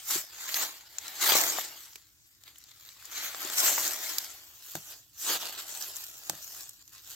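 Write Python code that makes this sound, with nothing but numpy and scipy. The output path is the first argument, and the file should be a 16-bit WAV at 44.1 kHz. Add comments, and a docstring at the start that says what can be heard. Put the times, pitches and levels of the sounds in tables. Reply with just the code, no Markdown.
"""In a quiet wood, someone steps through dry leaf litter and pulls up small plants, close to the microphone.
Shoes and hands crush the leaves in short swells: random tiny fractures over a chafing hiss, as shaped noise.
Stalks and twigs snap singly as bursts of noise with one resonance.
Roots and soles give dull knocks: decaying modes, a crunch of soil and a thud of the ground.
Faint air, as coloured noise, lies underneath."""
import sys
import numpy as np
from scipy import signal
from scipy.fft import rfft, irfft, next_fast_len
from scipy.io import wavfile

SR = 44100
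rng = np.random.default_rng(int(sys.argv[2]) if len(sys.argv) > 2 else 0)


def generate_wav(sig):
    """Save sig (samples, or channels by samples) to the path in sys.argv[1] as 16-bit PCM at SR."""
    pcm = np.round(np.clip(np.atleast_2d(sig).T, -1, 1) * 32767).astype(np.int16)
    wavfile.write(sys.argv[1], SR, pcm)


N = 315300
TIME = np.arange(N) / SR
PADDED = next_fast_len(N, real=True)
DEEP_HZ, CRISP_HZ, TOP_HZ = 1000, 5000, 16100  # upper limits of deep litter, leaf blades and brittle edges


def undb(db):
    """Decibel law: 20 dB is a factor of ten in amplitude."""
    return np.exp(np.asarray(db) * (np.log(10) / 20))


def unit(x):
    """Normalisation: the same sound at rms 1."""
    return x / np.sqrt(np.mean(x ** 2))


def colour(table, hz):
    """Spectral envelope: gain of a (Hz, dB) table, interpolated along log frequency."""
    points, db = np.transpose(table)
    return undb(np.interp(np.log(hz + 1), np.log(points), db))


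def panned(db):
    """Level-difference panning: left and right gains that share the difference equally."""
    return undb(np.array([[.5], [-.5]]) * db)


def walk(rate):
    """Slow modulation: random levels, rate of them a second, joined by straight lines; spread near 1."""
    count = int(N / SR * rate) + 2
    levels = 1.15 * rng.standard_normal(count)
    return np.interp(TIME * rate, np.arange(count), levels)


# width between the two ports: pitch_hz, side_minus_mid_db [Hz, dB]
PORT_WIDTH = [(60, -6.5), (160, -7), (350, -11), (700, -9.5), (1300, -3), (2400, -5), (4400, -4),
              (6000, -1.5), (8000, -3.5), (14000, -8)]
# difference in colour of the two ports: pitch_hz, left_minus_right_db [Hz, dB]
PORT_SHADE = [(300, 0), (700, -0.5), (1300, 4), (2400, .5), (4400, -3), (8000, 1), (14000, -2)]


def ports(pair):
    """Coherence: two unrelated sounds mix to left and right spectra, most alike around 350 to 700 Hz."""
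    mid, side = rfft(pair)
    hz = np.fft.rfftfreq(pair.shape[1], 1 / SR)
    width = colour(PORT_WIDTH, hz)
    shade = colour(PORT_SHADE, hz) ** np.array([[.5], [-.5]])
    mixed = np.array([mid + width * side, mid - width * side])
    return mixed * shade / np.sqrt(1 + width ** 2)


# strokes of a shoe or hand through the litter: full_force_s [s], level_db [dB], rise_s, hold_s, fall_s [s],
# crispness_db, deep_litter_weight_db [dB re level], chafing_over_crackle_db [dB]
STIRRING_STROKES = [(0.0, -50, 0.05, 0.00906, 0.1, 3.9, -13, 8),
                    (0.108, -33.5, 0.061, 0.053, 0.077, 7.5, -11, 6.5),
                    (0.486, -41, 0.29, 0.015, 0.35, 2, -11.5, 4.0),
                    (0.571, -33, 0.056, 0.049, 0.14, 2, -9.0, 4.5),
                    (1.078, -45, 0.27, 0.1, 0.16, 0.5, -8.5, 7),
                    (1.221, -28, 0.038, 0.15, 0.072, 1.5, -8.7, -1),
                    (1.277, -29.5, 0.058, 0.13, 0.26, 4.5, -3, 3),
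                    (1.556, -38, 0.088, 0.0113, 0.22, 3, -13, 7),
                    (1.8, -53.5, 0.16, 0.067, 0.258, 4, -36, 4),
                    (2.466, -56, 0.03, 0.008, 0.16, -2, -11, 5),
                    (2.856, -56, 0.61, 0.04, 0.2, 1.5, -14.5, 0.5),
                    (3.181, -38, 0.19, 0.074, 0.25, 1, -11.5, 4),
                    (3.434, -37, 0.14, 0.01, 0.58, 2, -6.5, -1),
                    (3.584, -32.5, 0.047, 0.025, 0.058, 8.0, -19, 0.5),
                    (3.663, -29, 0.12, 0.016, 0.19, 7.5, -6.5, 7),
                    (3.801, -35.5, 0.136, 0.084, 0.232, 5.5, -6, 1),
                    (4.031, -40, 0.071, 0.069, 0.41, 4, -8.5, 8),
                    (4.693, -52.5, 0.32, 0.023, 0.31, 5.5, -14, 1.5),
                    (4.758, -49, 0.0097, 0.0082, 0.063, 8, -1.5, 7.5),
                    (4.912, -50.5, 0.232, 0.019, 0.12, 7, -8.5, 12),
                    (5.228, -42.5, 0.069, 0.017, 0.1, 9, -13, 6),
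                    (5.291, -30.5, 0.066, 0.066, 0.04, 2.5, -5.5, 4),
                    (5.416, -36.5, 0.045, 0.009, 0.29, 0, -8, -3),
                    (5.589, -39, 0.025, 0.008, 0.064, -0.2, -10.5, 1),
                    (5.722, -45.5, 0.194, 0.16, 0.21, 6, -7, 2.5),
                    (5.96, -49.5, 0.054, 0.034, 0.48, 8, -11, -1),
                    (6.315, -49.5, 0.26, 0.028, 0.14, 0.5, -6, 1.5),
                    (6.539, -51.5, 0.82, 0.073, 0.22, 8.5, -10, 3),
                    (6.807, -58.5, 0.052, 0.0074, 0.039, -1, -21, -1),
                    (6.933, -53, 0.061, 0.017, 0.18, 1, -17.5, 0.5),
                    (7.11, -50.5, 0.16, 0.036, 0.102, 5.5, -12.6, 0)]
STROKE_RANGE_DB = 20  # a stroke climbs this far in its rise time and drops as far in its fall time
# the bunch of plants in the hand never quite rests: the same four qualities as a stroke [dB]
BUNCH_DB, BUNCH_CRISP_DB, BUNCH_WEIGHT_DB, BUNCH_CHAFE_DB = -71, 7.5, -13.5, 7.5


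def stirring(t):
    """Incoherent addition: strokes rise, hold and fall, and their powers add; four tracks in dB."""
    power = undb(2 * BUNCH_DB) + np.zeros(len(t))
    bunch_character_db = np.array([[BUNCH_CRISP_DB], [BUNCH_WEIGHT_DB], [BUNCH_CHAFE_DB]])
    shares = undb(2 * bunch_character_db) * power
    for s, db, rise, hold, fall, *character_db in STIRRING_STROKES:
        away = np.maximum(s - t, 0) / rise + np.maximum(t - s - hold, 0) / fall
        stroke = undb(2 * (db - STROKE_RANGE_DB * np.minimum(away, 10)))
        power = power + stroke
        shares = shares + undb(2 * np.array(character_db))[:, None] * stroke
    tracks = (power, *(shares / power))  # level, crispness, weight, chafing
    return [np.interp(TIME, t, 10 * np.log10(p)) for p in tracks]


def fractures(per_s, spread_db, ring_s, chafe):
    """Shot noise: strength of contact from tiny breaks of uneven size, each dying fast, over chafing."""
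    hit = rng.random(N) < per_s / SR
    size = undb(spread_db * np.minimum(rng.exponential(size=N), 3.3))
    fade = np.exp(-2 / (ring_s * SR))  # power dies twice as fast as amplitude
    power = signal.lfilter([1 - fade], [1, -fade], hit * size ** 2)
    power = power * SR / per_s / np.mean(size ** 2)
    return np.sqrt((power + chafe ** 2) / (1 + chafe ** 2))


# colour of the dry leaves as heard through the microphone: pitch_hz, level_db [Hz, dB per Hz]
LEAF_COLOUR = [(45, -24), (110, -22), (180, -17), (250, -14.5), (315, -3), (440, -8.5), (680, -2.5),
               (1500, 0), (4000, 1.5), (7400, 7), (9500, -9), (11200, -0.5), (13400, 4.5), (16000, -1.5)]
# sound off the ground cancels the direct sound around one pitch, set by the microphone's height:
# time_s, pitch_hz, depth_db [s, Hz, dB]
GROUND_CANCELLATION = [(0, 2680, -3.5), (4.3, 2660, -3.5), (4.7, 2180, -7), (7.15, 2170, -9)]


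def leaves(contact, lo, hi, count, flutter_db, flutter_rate, tilt_db=0):
    """Modulated resonance: one size range of leaves, whose narrow bands come and go as they bend."""
    hz = np.fft.rfftfreq(PADDED, 1 / SR)
    grains = np.pad(rng.standard_normal((2, N)) * contact, ((0, 0), (0, PADDED - N)))
    sound = (ports(grains) * colour(LEAF_COLOUR, hz)).astype(np.complex64)
    place = count * np.log((hz + 1) / lo) / np.log(hi / lo) - .5  # band number of each frequency
    dip_s, dip_hz, depth_db = np.transpose(GROUND_CANCELLATION)
    out = 0
    for k in range(count):
        band = np.maximum(1 - abs(place - k), 0).astype(np.float32)
        height = (k + .5) / count  # 0 to 1 from lo to hi
        centre = lo * (hi / lo) ** height
        nearness = np.exp(-(np.log(centre / dip_hz) / 0.13) ** 2)
        dip_db = np.interp(TIME, dip_s, depth_db * nearness)
        db = flutter_db * walk(flutter_rate) + tilt_db * (height - .6) + dip_db
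        out = out + irfft(sound * band, PADDED)[:, :N] * undb(db).astype(np.float32)
    return unit(out)


def wander(pair, lag_s, rate):
    """Time-difference cue: the crackle shifts about the ground, reaching now one port first, now the other."""
    lag = lag_s * walk(rate) / 2
    left = np.interp(TIME + lag, TIME, pair[0])
    right = np.interp(TIME - lag, TIME, pair[1])
    return np.array([left, right])


# where the person works: time_s, left_minus_right_db [s, dB]
WORKING_PLACE = [(0, 1.3), (1.3, 1.8), (2.7, 2.5), (4.2, 2.5), (5.2, 0.1), (6.4, 2), (7.15, 1)]
SINK_S = 0.0031  # the deep litter gives this much later than the leaves on top
EDGE_LEAD_S = 0.0034  # the brittle top edges are brushed this much sooner than the leaves
# the further a touch is below firm, the more it tilts towards the small stiff leaves
FIRM_DB, LIGHT_DB_PER_DB = -35.5, 0.18


def rustle():
    """Event density: harder stirring breaks more leaves a second, so loud swells smooth, light touches tick."""
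    crush_db, crisp_db, weight_db, chafe_db = stirring(TIME[::32])
    chafe = undb(chafe_db)
    per_s = 900 * undb(.35 * (crush_db + 39.5))
    contact = fractures(per_s, spread_db=4.5, ring_s=0.0015, chafe=chafe)
    contact = contact * undb(1.17 * walk(70))
    # broad damp leaves buckle more slowly
    folds = fractures(per_s / 2, spread_db=2.5, ring_s=0.0026, chafe=0.4 * chafe)

    deep_contact = np.hypot(0.66 * contact, folds)
    deep = leaves(deep_contact, 45, DEEP_HZ, count=16, flutter_db=2.0, flutter_rate=25)
    deep = deep * undb(np.interp(TIME - SINK_S, TIME, crush_db + weight_db) - 4.5)

    light_tilt_db = LIGHT_DB_PER_DB * (FIRM_DB - crush_db)
    blades = leaves(np.hypot(contact, .5 * folds), DEEP_HZ, CRISP_HZ, count=18,
                    flutter_db=2.5, flutter_rate=30, tilt_db=light_tilt_db)
    blades = wander(blades, lag_s=7e-5, rate=7) * undb(crush_db - 0.63)

    edges = leaves(contact, CRISP_HZ, TOP_HZ, count=18, flutter_db=3.5, flutter_rate=32)
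    edges = edges * undb(np.interp(TIME + EDGE_LEAD_S, TIME, crush_db + crisp_db) - 0.76)
    return (deep + blades + edges) * panned(np.interp(TIME, *np.transpose(WORKING_PLACE)))


# colour of the still air: pitch_hz, level_db [Hz, dB per Hz]
AIR_COLOUR = [(20, -33.5), (45, -4.5), (80, 0.5), (130, -3), (210, -18), (310, -10), (560, -28.5),
              (2000, -34.5), (16000, -29.5)]
AIR_DB = -71.5  # level about which the air drifts


def air():
    """Broadband ambience: noise under a spectral envelope is a faint low murmur of open air among trees."""
    hz = np.fft.rfftfreq(N, 1 / SR)
    noise = irfft(ports(rng.standard_normal((2, N))) * colour(AIR_COLOUR, hz), N)
    return unit(noise) * undb(AIR_DB + 0.93 * walk(0.97))


# knocks of roots and soles: start_s [s], pop_peak_db [dB], pitch_hz [Hz], ring_t60_s [s],
# soil_thud_db [dB re pop peak]
ROOT_KNOCKS = [(0.1577, -31.5, 344, 0.039, -12), (1.3209, -19, 700, 0.01, -27),
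               (1.353, -22, 566, 0.0088, -23.5), (1.5852, -30, 720, 0.031, -37),
               (1.958, -56.5, 390, .03, -22.5), (3.449, -37.5, 383, 0.039, -29),
               (3.7795, -26, 870, 0.02, -40), (4.753, -28, 610, 0.01, -7), (5.59, -47, 520, 0.0087, -15),
               (6.298, -26.5, 763, 0.012, -14), (6.3333, -40, 625, 0.014, -5.5)]
# modes of a root as it gives: multiple_of_pitch, level_db [ratio, dB]
ROOT_MODES = [(.42, -7.5), (.65, -29), (1, 29), (1.55, 4.5), (2.5, 14.5)]
# modes of the soft ground: pitch_hz, level_db, ring_t60_s [Hz, dB, s]
SOIL_MODES = [(111.6, -14.5, 0.19), (155, -2.5, 0.12), (191.4, -8.5, 0.14), (260, -12, 0.035),
              (318, -2, 0.066)]
TEAR_DB, TEAR_S, TEAR_HZ = -8.5, .003, 750  # crunch of soil: level re pop peak, decay, centre of its band


def knocks(size=8192):
    """Modal decay: a root gives with a short hollow pop and a crunch of soil, and the ground thuds after it."""
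    out = np.zeros(N + size)
    t = np.arange(size) / SR
    no_bass = signal.butter(3, 220, "high", fs=SR, output="sos")  # a small root radiates no bass
    soil_band = signal.butter(2, [TEAR_HZ / 2, TEAR_HZ * 2], "band", fs=SR, output="sos")
    for s, db, hz, t60, soil_db in ROOT_KNOCKS:
        detune = 1 + 0.08 * rng.standard_normal(len(ROOT_MODES))
        pop = np.zeros(size)
        for (multiple, mode_db), shift in zip(ROOT_MODES, detune):
            pop += undb(mode_db) * np.sin(2 * np.pi * hz * multiple * shift * t)
        pop = signal.sosfilt(no_bass, pop * np.exp(-np.log(1000) * t / t60))

        grit = signal.sosfilt(soil_band, rng.standard_normal(size))
        tear = unit(grit) * np.exp(-t / TEAR_S) * undb(TEAR_DB)

        thud = np.zeros(size)
        for mode_hz, mode_db, ring in SOIL_MODES:
            thud += undb(mode_db) * np.sin(2 * np.pi * mode_hz * t) * np.exp(-np.log(1000) * t / ring)
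        thud = thud * (1 - np.exp(-t / 0.003))  # the soft ground answers late

        start = int(s * SR)
        out[start:start + size] += undb(db) * (pop / abs(pop).max() + tear - undb(soil_db) * thud)
    return out[:N]


# stalks and brittle leaves breaking: start_s [s], level_db [dB], ring_pitch_hz [Hz],
# crispness_db [dB], left_minus_right_db [dB]
STALK_SNAPS = [(0.491, -30.5, 1980, 0, 4), (0.5428, -21, 4500, 4, 0), (0.9849, -25, 6770, 2, 5),
               (1.0811, -32.5, 7160, 3, 3), (1.3212, -19, 3140, -11, 4), (1.354, -22.5, 7700, 3, 10),
               (1.3875, -26, 7300, 13, 2), (1.413, -21, 7600, 19, -8), (1.586, -29.5, 1360, -24, 7),
               (1.9575, -36.5, 2430, 6.5, -1), (2.4368, -45.5, 3940, 8, 4), (2.4787, -44.5, 3900, -15, 1),
               (2.558, -49, 2940, 1, 2), (2.584, -43.5, 8300, 43, -2), (2.64, -45, 4600, 14, 4),
               (2.715, -47, 4040, 0, 6), (2.8511, -46, 7700, 10, 0), (2.89, -41.5, 3950, 2, 1),
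               (3.025, -46, 1600, 3, 6), (3.0546, -39, 7200, 20, 7), (3.347, -33.5, 6500, -28, 0),
               (3.4499, -32, 7000, 15.5, 10), (3.7802, -27, 1420, -13, 2), (3.878, -23, 7250, 22, -2),
               (4.184, -18.5, 4700, 15.5, 0.5), (4.2453, -36, 5600, 17, -3), (4.7535, -28, 1590, 7, 2),
               (5.8244, -29.5, 6000, 12, -4), (5.967, -30.5, 7600, 24, 5), (6.297, -21, 8600, 0.5, -2),
               (6.693, -36, 8000, 13, 0), (6.878, -45.5, 6870, 7, -4)]
SNAP_S = 0.0024  # time scale on which the fibres of a stalk part


def snaps(size=2048):
    """Excited resonance: a quick run of breaking fibres rings at one pitch; nearby leaves shiver briefly."""
    out = np.zeros((2, N + size))
    t = (np.arange(size) - size // 8) / SR
    hz = np.fft.rfftfreq(size, 1 / SR)
    burst = np.exp(-abs(t) / SNAP_S * np.where(t < 0, 4, 1.1))  # swift onset, slower decay
    shiver = undb(-25) * (t > 0) * np.exp(-abs(t) / .007)
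    for s, db, ring_hz, crisp_db, pan_db in STALK_SNAPS:
        unevenness = undb(2.5 * np.repeat(rng.standard_normal(size // 8), 8))
        fibres = rng.standard_normal((2, size)) * unevenness
        ring = 1 + 2.9 / (1 + ((hz - ring_hz) / (0.17 * ring_hz)) ** 2)
        tilt = undb((crisp_db - 4) / (1 + (CRISP_HZ / (hz + 1)) ** 3))
        tilt = tilt * hz / np.hypot(hz, 600)  # less bass
        crack = irfft(ports(fibres * (burst + shiver)) * colour(LEAF_COLOUR, hz) * ring * tilt)
        gain = np.sqrt(SNAP_S * SR / size) * undb(db)  # level over the snap, not over the whole window
        start = max(int(s * SR) - size // 8, 0)
        out[:, start:start + size] += unit(crack) * gain * panned(pan_db)
    return out[:, :N]


def scene():
    """Free field: leaves, air, knocks and snaps add in the open, with no walls to echo them."""
    return rustle() + air() + knocks() + snaps()


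def record(dry):
    """Band limiting: the recorder cuts the top with a steep low-pass."""
    return signal.sosfilt(signal.ellip(12, .2, 75, TOP_HZ, fs=SR, output="sos"), dry)


dry = scene()
out = record(dry)
generate_wav(out)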